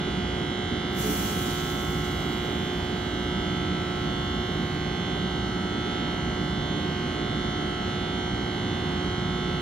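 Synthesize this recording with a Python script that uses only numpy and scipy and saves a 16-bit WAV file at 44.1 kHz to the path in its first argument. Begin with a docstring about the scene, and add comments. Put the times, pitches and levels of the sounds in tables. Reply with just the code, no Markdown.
"""Two auxiliary supplies near 60 Hz buzz and whine under a standing locomotive, heard beside its underframe.
They are stacks of overtones slipping against each other, so each overtone throbs at its own rate.
One second in, a valve dumps air: shaped noise with a puff and a hoot, then a faint, thin, sinking whistle.
Beneath lie twin fan motors (beating sines), fan rush (noise through duct resonances, a drone of uneven
level, blade tones) and the idling engine (two wavering low notes)."""
import sys
import numpy as np
from scipy import signal
from scipy.fft import rfft, irfft, next_fast_len
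from scipy.io import wavfile

SR = 44100
rng = np.random.default_rng(int(sys.argv[2]) if len(sys.argv) > 2 else 0)


def transcribe(signal):
    """Save signal, clipped to [-1, 1], as a 16-bit WAV file at the path in sys.argv[1]."""
    frames = np.atleast_2d(signal).T
    limited = np.clip(frames, -1, 1)
    pcm = np.round(limited * 32767).astype(np.int16)
    wavfile.write(sys.argv[1], SR, pcm)


N = 423801
TIME = np.arange(N) / SR  # s

# pace of the first supply: t/s, f/Hz
FIRST_SUPPLY = [(0, 60.0134), (9.6, 60.0213)]
SECOND_HZ = 59.9954  # steady pace of the second supply
# overtones ringing out of the casings: order, level of the first supply/dB, left-right/dB, left lead/rad,
# second supply relative to the first/dB, t of one swell/s, level change at the first listening place/dB
WHINE = [(6, -37.5, -4, 0.0, -19, 2.67, 0), (7, -51.5, -5, 0.4, -16, 7.59, 1),
         (11, -57.0, -5, 0.9, -6, 7.43, 1), (12, -44.0, -3, 1.2, -26, 7.27, 0),
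         (13, -53.5, -2, 1.0, -3, 5.25, 0), (14, -48.0, 1, 1.1, -18, 5.94, -1),
         (16, -56.0, 0, 1.0, -6, 6.17, -3), (18, -50.5, -4, 0.8, -7, 6.99, 0),
         (19, -58.5, 4, -0.6, -9, 6.29, -1), (20, -54.0, -2, -0.5, -14, 6.84, 0),
         (21, -56.5, 0, -0.4, -6, 5.41, -1), (22, -47.0, 3, -0.6, -4, 5.87, 0),
         (23, -57.5, 4, -0.4, -13, 6.21, 1), (24, -47.5, -4, -1.2, -16, 5.86, 1),
         (25, -57.5, 5, -0.6, -6, 5.31, -1), (26, -46.5, -2, -0.7, -19, 6.78, -1),
         (27, -54.5, 3, -1.2, -9, 6.0, 0), (28, -61.0, -1, 0.4, -10, 6.47, 5),
         (29, -55.5, 5, -1.3, -9, 6.1, -2), (30, -54.5, -3, -0.8, -21, 5.79, 0),
         (32, -55.0, -3, -0.3, -19, 5.49, -2), (33, -48.0, -5, -0.2, -22, 6.33, 0),
         (35, -52.5, -5, -0.2, -7, 6.3, 1), (36, -48.5, -8, 0.2, -16, 5.88, 0),
         (37, -57.5, -10, -0.7, -6, 6.24, 1), (40, -62.5, -4, 0.6, -4, 6.11, 5),
         (46, -57.5, -10, -1.7, -13, 6.16, 2), (47, -55.5, 3, -0.7, -11, 6.23, 3),
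         (48, -55.5, -2, -0.7, -7, 6.17, -2), (49, -53.0, -10, -0.9, -8, 6.02, 0),
         (50, -46.0, -8, -0.6, -26, 6.37, 0), (51, -59.5, 0, -1.2, -4, 5.68, 4),
         (52, -50.0, 0, 0.7, -10, 6.17, 1), (53, -48.5, -18, -1.1, -10, 5.99, -1),
         (54, -48.5, 0, -2.3, -4, 5.96, -5), (55, -51.5, -11, -2.4, -16, 6.03, -1),
         (56, -51.0, -15, 1.0, -13, 5.61, 6), (58, -49.5, -9, -1.1, -1, 5.87, -1),
         (60, -58.0, -6, 1.4, -9, 6.26, 1), (62, -56.5, -6, 1.1, -5, 6.12, -1),
         (64, -55.0, -7, 1.1, -9, 5.98, 3), (68, -57.0, -9, 1.0, -20, 5.76, 2),
         (70, -53, -4, 0.6, -25, 6.09, -13), (71, -59.5, -7, 0.8, -7, 6.15, -2),
         (96, -64.5, -2, 1.4, -6, 6.07, -3), (106, -64, -4, 1.4, -11, 6.16, -2)]
# weaker overtones, before the even-odd and random offsets: f/Hz, level of each/dB
BUZZ = [(60, -46.5), (120, -50), (240, -50), (300, -48), (480, -63), (1000, -62), (1400, -61),
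        (1950, -61.5), (2550, -66), (3450, -62.5), (3900, -67), (4300, -63.5), (4850, -72), (5600, -73.5),
        (6300, -70.5), (7000, -76), (10000, -80.5), (14000, -98)]
# their stereo position: f/Hz, left-right/dB, random spread of it/dB
BUZZ_LEAN = [(200, -2.5, 0.5), (1510, 5, -0.5), (2200, -4, 5.5), (4200, -7, 4), (6000, -1.5, 4),
             (8400, 0, 0)]
# their stereo phase: f/Hz, left lead/rad
BUZZ_LEAD = [(360, 0.06), (900, 1.1), (2100, -0.4), (3300, -1), (4200, 1.3), (5800, 1.6), (8400, np.pi)]
# depth of their throb: f/Hz, level of the second supply relative to the first/dB
THROB = [(300, -14), (1200, -8), (2200, -5.5), (2700, -3.5), (5800, -3.5)]
# the weaker overtones swell nearly together: around this time, with this random spread (s)
IN_STEP_S, STAGGER_S = 5.9, 0.12
# the listener shifts along the platform: t/s, share of the second place/0-1
LISTENER_SHIFT = [(2.1, 0), (4.9, 1)]

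# body of the air jet, before the blast level: f/Hz, density/dB per Hz
JET = [(500, -95), (1500, -79), (3000, -76), (3600, -76), (4300, -73.5), (5000, -78), (5900, -71.5),
       (8400, -76.5), (11000, -88), (15600, -110)]
# fizz on top of it, before the fizz level: f/Hz, density/dB per Hz
FIZZ = [(5000, -110), (8400, -82), (9200, -76), (10500, -74.5), (11800, -77.5), (13000, -74.5),
        (14500, -80.5), (15600, -80.5)]
# low puff, before its own gain and the hoot's swell: f/Hz, density/dB per Hz
PUFF = [(80, -30), (170, 0), (300, 1), (420, -9.5), (3000, -48)]
OPEN_S, OPENING_S = 0.987, 0.021  # valve half open at, time constant of its opening
# level at that moment (dB) and fall as the pipe empties (dB per s)
BLAST_DB, BLAST_FALL_DB_PER_S = 0, 12
FIZZ_DB, FIZZ_FALL_DB_PER_S = 4.5, 16
LEAK_DB, LEAK_FALL_DB_PER_S = -20, 3.5  # the leak outlasts the blast
# hoot of the pipe: pitch, peak after the valve opens, half length to 1/e, gain of its swell
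HOOT_HZ, HOOT_DELAY_S, HOOT_HALF_S, HOOT_DB = 426, 0.096, 0.055, -33.5
# whistle of the leak: start, length, fade at either end, level
WHISTLE_S, WHISTLE_LENGTH_S, WHISTLE_FADE_S, WHISTLE_DB = 3.65, 1.3, 0.22, -73
# its pitch sinks with the pressure: from, towards, time constant
WHISTLE_TOP_HZ, WHISTLE_END_HZ, SINK_S = 16500, 11400, 1

# twin fan motors: mean shaft speed at the start, its sag, difference between the two
SHAFT_HZ, SAG_HZ_PER_S, SLIP_HZ = 51.5, 0.165, 0.132
# their hum: shaft order, level of the first motor/dB, t of one swell/s
MOTOR_HUM = [(3, -42, 4.4), (4, -47.5, 5.15), (6, -49, 3.6)]

# rush of the fans, before the ducts colour it: f/Hz, density/dB per Hz
RUSH = [(15, -96), (36, -67), (62, -58), (82, -55.5), (130, -57), (270, -56), (470, -68), (800, -70),
        (1300, -77.5), (2300, -85), (3200, -83), (4800, -92.8), (9000, -97.5), (13000, -103), (15500, -116)]
# resonances and dips of the fan ducts: f/Hz, width to 1/e of the boost/Hz, boost/dB
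DUCTS = [(83.5, 6.9, 1.5), (135, 12, -2.5), (260, 12, -2.5), (304.4, 11.5, 3), (333, 13, -3),
         (402, 18, 3.5), (604, 70, 0.6), (959, 28, 4.5), (1044, 100, -3), (2600, 170, -3)]
# droning duct: centre, half width to -6 dB, peak density (dB per Hz) before its level over time
DRONE_HZ, DRONE_WIDTH_HZ, DRONE_DB = 182.1, 15.4, -53.5
# level of the drone over time: t/s, level/dB
DRONE_LEVEL = [(0.1, 1), (0.35, 5), (0.65, -2.5), (1.1, 5), (1.8, -10), (2.15, -10), (2.5, -2), (3.0, -3),
               (3.5, 6.5), (3.9, -0.5), (4.3, 2.5), (4.7, -2), (5.3, 6), (5.8, -3.5), (6.8, 2.5),
               (7.4, -10), (8.1, 5.5), (8.7, -1.5), (9.3, 3.5)]
# fan blade tones: f/Hz, mean level/dB, width of the pitch wander/Hz
FAN_TONES = [(1174, -61.5, 2), (1240, -63, 1.5), (1296, -53.5, 1.5), (1351, -63, 2), (2440, -70, 1.5),
             (3640, -65, 1.5), (4220, -67, 70), (4780, -73, 70)]

# low notes of the idling engine: f/Hz, mean level/dB
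ENGINE = [(40.3, -57), (58.9, -47)]
ENGINE_WAVER_HZ, ENGINE_SWAY_DB = 0.2, 2  # rms wander of pitch and level

# stereo image: f/Hz, left-right/dB, likeness/0-1, left lead/rad; opposite phase around 10 kHz
STEREO_IMAGE = [(50, 0.5, 0.99, 0), (198, -2.5, 1, 0.32), (447, -5, 0.91, 0.42), (700, -2.5, 0.82, 1.79),
                (1100, 3, 0.5, 1.43), (1800, 2, 0.6, 1.37), (3200, -5, 0.2, 2.5), (7260, -2, 0, 1.5),
                (8380, 0, 1, np.pi), (11800, 0, 1, np.pi), (14800, -1.5, 0.3, 4.5)]
EDGE_HZ = 15720  # upper band edge


def gain_of(db):
    """Decibels to amplitude."""
    return 10 ** (np.asarray(db) / 20)


def read(points, hz):
    """The columns of a table, joined by straight lines over log frequency."""
    f, *columns = np.transpose(points)
    return np.squeeze([np.interp(np.log(hz + 1), np.log(f + 1), c) for c in columns])


def follow(points):
    """The columns of a table, joined by straight lines over time."""
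    s, *columns = np.transpose(points)
    return np.squeeze([np.interp(TIME, s, c) for c in columns])


def drift(rate):
    """Slow random wander of unit rms, up to about rate changes a second."""
    size, slow_sr = 2048, 200
    hz = np.fft.rfftfreq(size, 1 / slow_sr)
    slow = irfft(rfft(rng.standard_normal(size)) * np.exp(-(hz / rate) ** 2))
    return np.interp(TIME, np.arange(size) / slow_sr, slow / slow.std())


def pair(balance_db, lead):
    """Complex gains of the left and right channels, with a mean power of one."""
    left = gain_of(balance_db / 2) * np.exp(.5j * lead)
    both = np.array([left, 1 / left])
    return both / np.sqrt(np.mean(abs(both) ** 2, axis=0))


def tone(hz, turns):
    """A sine of unit rms near hz, placed in the stereo image."""
    balance_db, _, lead = read(STEREO_IMAGE, hz)
    return np.sqrt(2) * (pair(balance_db, lead)[:, None] * np.exp(2j * np.pi * turns)).real


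def air(colour_db):
    """Turbulent noise with a given density over frequency, placed in the stereo image."""
    size = next_fast_len(N)
    hz = np.fft.rfftfreq(size, 1 / SR)
    balance_db, same, lead = read(STEREO_IMAGE, hz)
    same = np.clip(same, 0, 1)
    a, b = rfft(rng.standard_normal((2, size)))
    right = same * a + np.sqrt(1 - same ** 2) * b  # partly like the left
    spectra = np.array([a, right]) * pair(balance_db, lead)
    return irfft(spectra * gain_of(colour_db(hz)) * np.sqrt(SR / 2), size)[:, :N]


def repeat(partials, turns):
    """One cycle built from its overtones, played round and round at the supply's pace."""
    size = 16384
    cycles = irfft(partials, size) * size / np.sqrt(2)
    place = np.arange(size + 1) / size
    return np.array([np.interp(turns % 1, place, np.append(c, c[0])) for c in cycles])


def converters(scatter=1.5, even_db=2.0, uneven_db=1.65, wander_db=2, jitter=0.00046):
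    """Each supply jolts its coils twice a cycle; the casings smear the jolts into a whining buzz."""
    order = np.arange(240)
    hz = order * SECOND_HZ
    turns = np.array([np.cumsum(follow(FIRST_SUPPLY)) / SR, SECOND_HZ * TIME])
    level_chance, lean_chance, place_chance, swell_chance, phase_chance = rng.standard_normal((len(order), 5)).T

    # the weaker overtones
    level_db = read(BUZZ, hz) + even_db * (-1) ** order  # magnetic pull favours the even orders
    level_db += uneven_db * (1 + hz / 8000) * level_chance
    lean_db, spread_db = read(BUZZ_LEAN, hz)
    balance_db = lean_db + spread_db * lean_chance
    lead = read(BUZZ_LEAD, hz)
    throb_db = read(THROB, hz)
    swell_s = IN_STEP_S + STAGGER_S * swell_chance
    first_place_db = wander_db * place_chance

    # the ringing overtones take their place
    for k, *row in WHINE:
        k = round(k)
        level_db[k], balance_db[k], lead[k], throb_db[k], swell_s[k], first_place_db[k] = row

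    phase = np.exp(1j * scatter * phase_chance)
    partials = (order > 0) * gain_of(level_db) * phase * pair(balance_db, lead)
    # the supplies slip apart, so overtone k swells k times for each whole cycle of slip
    slip_at_swell = np.interp(swell_s, TIME, turns[0] - turns[1])
    second = gain_of(throb_db) * np.exp(2j * np.pi * order * slip_at_swell)
    moved, out = follow(LISTENER_SHIFT), 0
    for weights, clock in zip([1, second], turns):
        clock = clock + jitter * drift(6)
        # standing waves between train and platform colour each listening place differently
        before = repeat(partials * weights * gain_of(first_place_db), clock)
        after = repeat(partials * weights, clock)
        out = out + (1 - moved) * before + moved * after
    return out


def air_dump(sputter_db=1.0, puff_db=-23):
    """A valve opens with a puff and a short hoot of its pipe; the jet fades and dulls as the pipe empties."""
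    age = TIME - OPEN_S
    opened = (1 + np.tanh(age / OPENING_S / 2)) / 2
    leak = gain_of(LEAK_DB - LEAK_FALL_DB_PER_S * age)
    jet = 0
    for colour, db, fall in [(JET, BLAST_DB, BLAST_FALL_DB_PER_S), (FIZZ, FIZZ_DB, FIZZ_FALL_DB_PER_S)]:
        flow = opened * np.hypot(gain_of(db - fall * age), leak)
        jet = jet + air(lambda hz: read(colour, hz)) * flow * gain_of(sputter_db * drift(30))
    puff = air(lambda hz: puff_db + read(PUFF, hz))
    swell = gain_of(HOOT_DB) * np.exp(-((age - HOOT_DELAY_S) / HOOT_HALF_S) ** 2)
    return jet + swell * (puff + tone(HOOT_HZ, HOOT_HZ * TIME))


def whistle(width_hz=850):
    """A narrow band of hiss that sinks in pitch as the last air leaks out."""
    age = np.maximum(TIME - WHISTLE_S, 0)
    hz = WHISTLE_END_HZ + (WHISTLE_TOP_HZ - WHISTLE_END_HZ) * np.exp(-age / SINK_S)
    fade = np.clip(np.minimum(age, WHISTLE_LENGTH_S - age) / WHISTLE_FADE_S, 0, 1)
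    lowpass = signal.butter(2, width_hz / 2, fs=SR, output="sos")
    fuzz = signal.sosfilt(lowpass, rng.standard_normal((2, N)))
    carrier = np.sqrt(2) * np.sin(2 * np.pi * np.cumsum(hz) / SR)
    return gain_of(WHISTLE_DB) * fade * fuzz / fuzz.std() * carrier


def motors(twin_db=-3):
    """Two fan motors hum at nearly the same, slowly sagging speed; each shaft order beats at its own rate."""
    turns, out = np.cumsum(SHAFT_HZ - SAG_HZ_PER_S * TIME) / SR, 0
    for k, db, swell_s in MOTOR_HUM:
        k = round(k)
        slip = SLIP_HZ * (TIME - swell_s) / 2
        first = tone(k * SHAFT_HZ, k * (turns + slip))
        twin = tone(k * SHAFT_HZ, k * (turns - slip))
        out = out + gain_of(db) * (first + gain_of(twin_db) * twin)
    return out


def fans(gust_db=0.3, flutter_db=2.0):
    """Air rushing through resonant ducts, with a droning duct of uneven level and wavering blade tones."""
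    def rush_db(hz):
        return read(RUSH, hz) + sum(db * np.exp(-((hz - f) / width) ** 2) for f, width, db in DUCTS)

    def drone_db(hz):
        return DRONE_DB - 20 * np.log10(1 + ((hz - DRONE_HZ) / DRONE_WIDTH_HZ) ** 2)

    out = air(rush_db) * gain_of(gust_db * drift(4.4))
    out += air(drone_db) * gain_of(follow(DRONE_LEVEL))
    for hz, db, width in FAN_TONES:
        turns = np.cumsum(hz + width / 2 * drift(4.07)) / SR
        out += gain_of(db + flutter_db * drift(4)) * tone(hz, turns)
    return out


def engine():
    """The idling engine's low notes waver a little; the upper one beats against the supply hum in slow surges."""
    out = 0
    for hz, db in ENGINE:
        level = gain_of(db + ENGINE_SWAY_DB * drift(1.5))
        turns = np.cumsum(hz + ENGINE_WAVER_HZ * drift(1)) / SR
        out = out + level * tone(hz, turns)
    return out


def scene():
    """Everything heard from the platform."""
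    return converters() + air_dump() + whistle() + motors() + fans() + engine()


def record(dry):
    """The recorder's band limit: a steep low-pass."""
    lowpass = signal.firwin(1023, EDGE_HZ, window=("kaiser", 9), fs=SR)
    return signal.oaconvolve(dry, lowpass[None], "same")


dry = scene()
out = record(dry)
transcribe(out)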